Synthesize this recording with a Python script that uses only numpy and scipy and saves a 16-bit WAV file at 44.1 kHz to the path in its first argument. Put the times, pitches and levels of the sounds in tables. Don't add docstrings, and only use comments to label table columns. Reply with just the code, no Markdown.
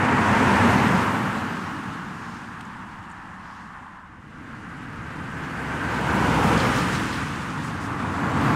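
import sys
import numpy as np
from scipy import signal
from scipy.fft import rfft, irfft, next_fast_len
from scipy.io import wavfile

SR = 44100
rng = np.random.default_rng(int(sys.argv[2]) if len(sys.argv) > 2 else 0)


def put_to_file(sound):
    columns = np.atleast_2d(sound).T
    safe = np.clip(columns, -1, 1)
    whole_steps = np.round(safe * 32767)
    wavfile.write(sys.argv[1], SR, whole_steps.astype(np.int16))


N = 377055
T = np.arange(N) / SR
SOUND_SPEED = 343


def from_db(db):
    return 10 ** (np.asarray(db) / 20)


def unit_power(x):
    return x / np.sqrt(np.mean(x ** 2) + 1e-20)


def drift(per_s):
    return unit_power(np.interp(T * per_s, np.arange(4096), rng.standard_normal(4096)))


def bump(at_s, length_s):
    return np.exp(-.5 * ((T - at_s) / length_s) ** 2)


def coloured(x, colour):
    size = next_fast_len(N)
    octave = np.log2(np.maximum(np.arange(size // 2 + 1) * SR / size, 1))
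    hz, db = np.transpose(colour)
    octaves_outside = np.abs(octave - np.clip(octave, np.log2(hz[0]), np.log2(hz[-1])))
    gain = from_db(np.interp(octave, np.log2(hz), db) - 46 * octaves_outside)
    return unit_power(irfft(rfft(x, size) * gain, size)[:N])


def noise(colour):
    return coloured(rng.standard_normal(N), colour)


def band_noise(low_hz, high_hz):
    band = signal.butter(2, [low_hz, min(high_hz, .45 * SR)], "band", fs=SR, output="sos")
    return signal.sosfilt(band, rng.standard_normal(N))


def narrow_noise(pitch_hz, width_hz):
    smoothing = signal.butter(2, width_hz, fs=SR, output="sos")
    wobble = signal.sosfilt(smoothing, rng.standard_normal((2, N)))
    phase = 2 * np.pi * np.cumsum(pitch_hz) / SR
    return unit_power(wobble[0] * np.cos(phase) + wobble[1] * np.sin(phase))


def surges(rows, width_ratio):
    return sum(from_db(db) * bump(at_s, length_s)
               * unit_power(band_noise(hz / width_ratio, hz * width_ratio))
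               for at_s, db, length_s, hz in rows)


def crossfade(first, second, at_s, over_s):
    share = .5 + .5 * np.tanh((T - at_s) / over_s)
    return np.sqrt(1 - share) * first + np.sqrt(share) * second


def far_to_near(far_lane, near_lane, at_s=4.15, dip_db=5):
    dip = from_db(-dip_db * bump(at_s, length_s=0.15))
    return crossfade(far_lane, near_lane, at_s, over_s=0.084) * dip


# (passing time [s], speed [m/s], closest distance [m], firing rate [Hz],
# base engine level [dB])
CAR = (0.5241, 20, 7.5, 123, -38.5)
VAN = (6.3, 20, 5, 65, -32)
SECOND_CAR = (8.7, 18, 5, 88, -28)
VEHICLES = [CAR, VAN, SECOND_CAR]
def distance(vehicle):
    passing_s, speed, closest_m = vehicle[:3]
    return np.hypot(closest_m, speed * (T - passing_s))


def swells(rows):
    gains = []
    for vehicle, (peak_db, delay_s, width_m, coming_db, going_db) in zip(VEHICLES, rows):
        passing_s, speed = vehicle[:2]
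        along_m = speed * (T - passing_s - delay_s)
        doublings = np.log2(np.hypot(1, along_m / width_m))
        gains.append(from_db(peak_db - np.where(along_m < 0, coming_db, going_db) * doublings))
    return gains


def passing_noise(vehicle, near_colour, far_colour, reach_m):
    extra_m = distance(vehicle) - vehicle[2]
    near_share = 1 / (1 + (extra_m / reach_m) ** 2)
    return np.sqrt(near_share) * noise(near_colour) + np.sqrt(1 - near_share) * noise(far_colour)


def engine(vehicle, tones, rough, wander):
    closest_m, firing_hz, level_db = vehicle[2:]
    away_m = distance(vehicle)
    firings = firing_hz * (T - away_m / SOUND_SPEED + wander * np.cumsum(drift(6)) / SR)
    note = sum(from_db(db) * (1 + rough * drift(25))
               * np.sin(2 * np.pi * (multiple * firings + rng.random())) for multiple, db in tones)
    return from_db(level_db) * unit_power(note) * closest_m / away_m


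# (multiple of the firing rate, relative level [dB])
PETROL_TONES = [(1, -2.5), (2, -8), (3, -5), (4, -11)]
DIESEL_TONES = [(1, 0), (1.5, -14), (2, -3), (2.5, -9), (3, -11), (4, -13), (5, -14)]
def engines():
    car = engine(CAR, PETROL_TONES, rough=0.44, wander=0.0137)
    van = engine(VAN, DIESEL_TONES, rough=.15, wander=.005)
    second_car = engine(SECOND_CAR, PETROL_TONES, rough=0.25, wander=0.0036)
    near_lane = van + crossfade(0, second_car, at_s=8.0, over_s=0.65)
    return crossfade(car, 0, at_s=2.8, over_s=0.36) + crossfade(0, near_lane, at_s=5.4, over_s=0.45)


def tyre_boom(vehicle, pitch_hz=204.6, relative_db=-10):
    pitch_shift = 1 - np.gradient(distance(vehicle), T) / SOUND_SPEED
    return from_db(relative_db) * narrow_noise(pitch_hz * pitch_shift, width_hz=7.3)


# (base peak level [dB], delay after passing [s], half-width
# along the road [m], loss per doubling of distance coming [dB], the same going [dB])
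RUMBLE_SWELLS = [(-21.5, 0.11, 9.6, 2.5, 9.5), (-22, 0.14, 5.9, 7.5, 6.7), (-20, 0.01, 3.6, 5.5, 7)]
# (frequency [Hz], relative level [dB])
CAR_RUMBLE_NEAR = [(45, -21), (70, -12), (95, 0.5), (135, 0.5), (180, -5.5), (230, 2.5), (310, -3),
                   (380, -21)]
CAR_RUMBLE_FAR = [(45, -31.5), (70, -18), (95, -2.5), (130, -4.5), (175, 1.5), (235, -0.5), (310, -5.5),
                  (380, -16)]
NEAR_LANE_RUMBLE = [(58, -20), (75, 0), (100, 0), (150, 4), (190, 0.5), (245, 2), (315, -1.5), (380, -16.5)]
def rumble(uneven_db=0.36):
    car, van, second_car = swells(RUMBLE_SWELLS)
    shaking = passing_noise(CAR, CAR_RUMBLE_NEAR, CAR_RUMBLE_FAR, reach_m=6.9)
    far_lane = car * (shaking + tyre_boom(CAR))
    near_lane = np.hypot(van, second_car) * noise(NEAR_LANE_RUMBLE)
    return far_to_near(far_lane, near_lane) * from_db(uneven_db * drift(9))


# (pitch coming [Hz], pitch going [Hz], level against the roar
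# coming [dB], the same going [dB], delay of the shift after passing [s])
TREAD_RINGS = [(927, 1090, -10.5, -11.5, .42), (1565, 1200, -8.5, -12, .1), (1126, 1000, -12, -17, 0.038)]
def tread_rings():
    rings = []
    for vehicle, (coming_hz, going_hz, coming_db, going_db, delay_s) in zip(VEHICLES, TREAD_RINGS):
        gone = .5 + .5 * np.tanh((T - vehicle[0] - delay_s) / .2)
        gain = from_db(coming_db + gone * (going_db - coming_db))
        rings.append(gain * narrow_noise(coming_hz + gone * (going_hz - coming_hz), width_hz=59))
    return rings


ROAR_SWELLS = [(-20, 0.018, 12.5, 6.1, 12.85), (-22.5, 0.15, 9, 9.7, 10), (-21, 0.059, 5.63, 7.8, 7)]
# (frequency [Hz], relative level [dB])
CAR_ROAR_NEAR = [(330, -7), (390, -1.5), (470, -3), (580, -5), (760, -2.5), (930, 1.5), (1250, -3.5),
                 (1470, -3), (1850, -4.5), (2300, -11), (2900, -17.5)]
CAR_ROAR_FAR = [(330, -17), (440, -15), (650, -12.5), (860, -1), (1040, -4), (1300, 2.5), (1650, 0.5),
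                (1900, -10), (2300, -13), (2900, -13.5)]
VAN_ROAR_NEAR = [(330, -8), (380, -3), (490, -3), (600, -7.5), (800, -3.5), (940, 0.5), (1120, -5),
                 (1450, -6), (1960, -11.5), (2900, -18.5)]
VAN_ROAR_FAR = [(330, -4), (380, -10), (460, -4.5), (590, -10.5), (780, -6), (950, -4.5), (1200, -1.5),
                (1550, -2), (1900, -5), (2300, -12), (2900, -16.5)]
SECOND_CAR_ROAR_NEAR = [(330, -11), (440, -3), (600, -6.5), (760, -1.5), (1080, 0), (1600, -5),
                        (1900, -9.5), (2900, -20.5)]
SECOND_CAR_ROAR_FAR = [(330, 0), (450, -2), (650, -4), (920, 6), (1300, 6), (1900, -1), (2400, -17),
                       (2900, -34)]
TRAFFIC_ROAR = [(190, -48), (330, -21), (454, -21), (511, -19.5), (671, -17.5), (755, -8.5), (1020, -1.5),
                (1450, -8.5), (1770, -7), (2460, -24.5), (2900, -25.5), (3770, -45), (6380, -120)]
def tyre_roar(traffic_db=-41.5, flutter_db=.5):
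    roars = [passing_noise(CAR, CAR_ROAR_NEAR, CAR_ROAR_FAR, reach_m=13.6),
             passing_noise(VAN, VAN_ROAR_NEAR, VAN_ROAR_FAR, reach_m=5.0),
             passing_noise(SECOND_CAR, SECOND_CAR_ROAR_NEAR, SECOND_CAR_ROAR_FAR, reach_m=8.9)]
    car, van, second_car = [gain * (roar + ring)
                            for gain, roar, ring in zip(swells(ROAR_SWELLS), roars, tread_rings())]
    traffic = from_db(traffic_db) * noise(TRAFFIC_ROAR)
    return far_to_near(car + traffic, van + second_car) * from_db(flutter_db * drift(40))


def droplets(per_s, spread_db):
    sizes = from_db(spread_db * np.minimum(rng.exponential(1, N), 4))
    return unit_power(sizes * rng.choice([-1, 1], N) * (rng.random(N) < per_s / SR))


def water_hiss(colour, crackle, flutter_db, patchy_db=1.2):
    edges_hz = np.geomspace(.8 * colour[0][0], 1.15 * colour[-1][0], 13)
    hiss = sum(band_noise(low, high) * from_db(patchy_db * drift(22))
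               for low, high in zip(edges_hz, edges_hz[1:]))
    drops = crackle * droplets(per_s=1200, spread_db=3.0)
    return coloured(hiss + drops, colour) * from_db(flutter_db * drift(45))


def lane_gains(rows, traffic_db):
    car, van, second_car = swells(rows)
    far_lane = np.hypot(car, from_db(traffic_db))
    near_lane = np.hypot(van, second_car)
    return far_to_near(far_lane, 0), far_to_near(0, near_lane)


WASH_SWELLS = [(-40.5, 0.071, 10.1, 9.7, 9.77), (-39.5, 0.35, 12.35, 13.5, 13.4),
               (-41.5, 0.14, 4.8, 6.6, 7)]
MIST_SWELLS = [(-54.8, .24, 10, 11, 11.4), (-53.5, .31, 12.6, 15, 20), (-53.5, .12, 4.1, 7.7, 7)]
# (frequency [Hz], relative level [dB])
SWISH = [(2100, 0.5), (2650, 0.5), (3000, -0.5), (3900, -5), (5000, -9.5), (5900, -18.5), (7500, -17.5)]
SPRAY = [(4300, -5), (5600, -1), (6500, -1), (8200, -3), (9800, -6.5), (10800, -13.5), (13000, -27)]
FAR_LANE_MIST = [(9000, -7), (10800, 0.5), (12500, 2), (14000, -3.5), (15700, -10)]
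NEAR_LANE_MIST = [(9000, -6), (10800, 1), (12500, 0), (14000, -3.5), (15700, -7)]
def tyre_water(swish_gain_db=4.0, spray_gain_db=-2.5, spurt_db=0.31, puddle_db=0.1):
    swish = from_db(swish_gain_db) * water_hiss(SWISH, crackle=0.49, flutter_db=0.8)
    spray = from_db(spray_gain_db) * water_hiss(SPRAY, crackle=0.55, flutter_db=0.1)
    wash = (swish + spray) * np.hypot(*lane_gains(WASH_SWELLS, traffic_db=-71))
    far_lane, near_lane = lane_gains(MIST_SWELLS, traffic_db=-90)
    mist = far_lane * water_hiss(FAR_LANE_MIST, crackle=.5, flutter_db=0)
    mist += near_lane * water_hiss(NEAR_LANE_MIST, crackle=0.59, flutter_db=1.5)
    return (wash + mist) * from_db(spurt_db * drift(55) + puddle_db * drift(7.8))


# (frequency [Hz], relative level [dB])
BREEZE = [(12, -16), (25, -7), (42, -4), (60, -4), (100, -0.5), (200, -24)]
# (time [s], level [dB], length [s])
GUSTS = [(.62, -39, 0.15), (3.0, -68, 0.64), (4.98, -45, 0.055), (5.396, -53.5, 0.34), (6.515, -48, .14)]
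def breeze(steady_db=-53):
    gusts = sum(from_db(db) * bump(at_s, length_s) for at_s, db, length_s in GUSTS)
    return noise(BREEZE) * (from_db(steady_db) + gusts)


# (time [s], level [dB], length [s], pitch [Hz])
BRIEF_SWELLS = [(.54, -22.5, 0.028, 201), (.76, -20.5, 0.022, 205), (.93, -25, 0.076, 192),
                (1.05, -27, .04, 1070), (1.78, -35.5, 0.039, 263), (6.17, -26, 0.032, 200),
                (6.44, -26, 0.057, 884), (6.55, -31, 0.16, 473)]
def brief_swells():
    return surges(BRIEF_SWELLS, width_ratio=1.116)


# (time [s], level [dB], length [s], middle frequency [Hz])
SPLASHES = [(1.65, -55.5, .14, 4200), (2.3, -56, 0.14, 4500), (3.55, -61, .11, 4140),
            (6.578, -35, 0.004, 3600), (6.604, -32, 0.0058, 3260), (6.772, -39.5, 0.028, 4900),
            (6.955, -38, 0.023, 4000), (7.135, -38, 0.008, 3280), (7.66, -49.5, 0.037, 6460),
            (7.84, -49, 0.028, 5950)]
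def splashes():
    return surges(SPLASHES, width_ratio=1.48)


# (time [s], level [dB], fade time [s], lowest frequency [Hz], highest [Hz])
GRASS_DROPS = [(2.608, -36, 0.003, 2100, 3100), (2.61, -43, 0.002, 3500, 8500),
               (2.652, -50, .003, 6000, 7600), (3.028, -57, .003, 7000, 9000),
               (3.098, -56.5, .007, 6800, 9000), (3.113, -55, .009, 6700, 8700)]
def grass_drops():
    ticks = np.zeros(N)
    for at_s, db, fade_s, low_hz, high_hz in GRASS_DROPS:
        fade = (T >= at_s) * np.exp(-np.abs(T - at_s) / fade_s)
        ticks += from_db(db) * fade * unit_power(band_noise(low_hz, high_hz))
    return ticks


def scene():
    vehicles = engines() + rumble() + tyre_roar() + brief_swells()
    water = tyre_water() + splashes() + grass_drops()
    return (vehicles + water + breeze())[None]


def record(dry, cutoff_hz=15700):
    return signal.sosfilt(signal.ellip(12, .1, 90, cutoff_hz, fs=SR, output="sos"), dry)


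dry = scene()
out = record(dry)
put_to_file(out)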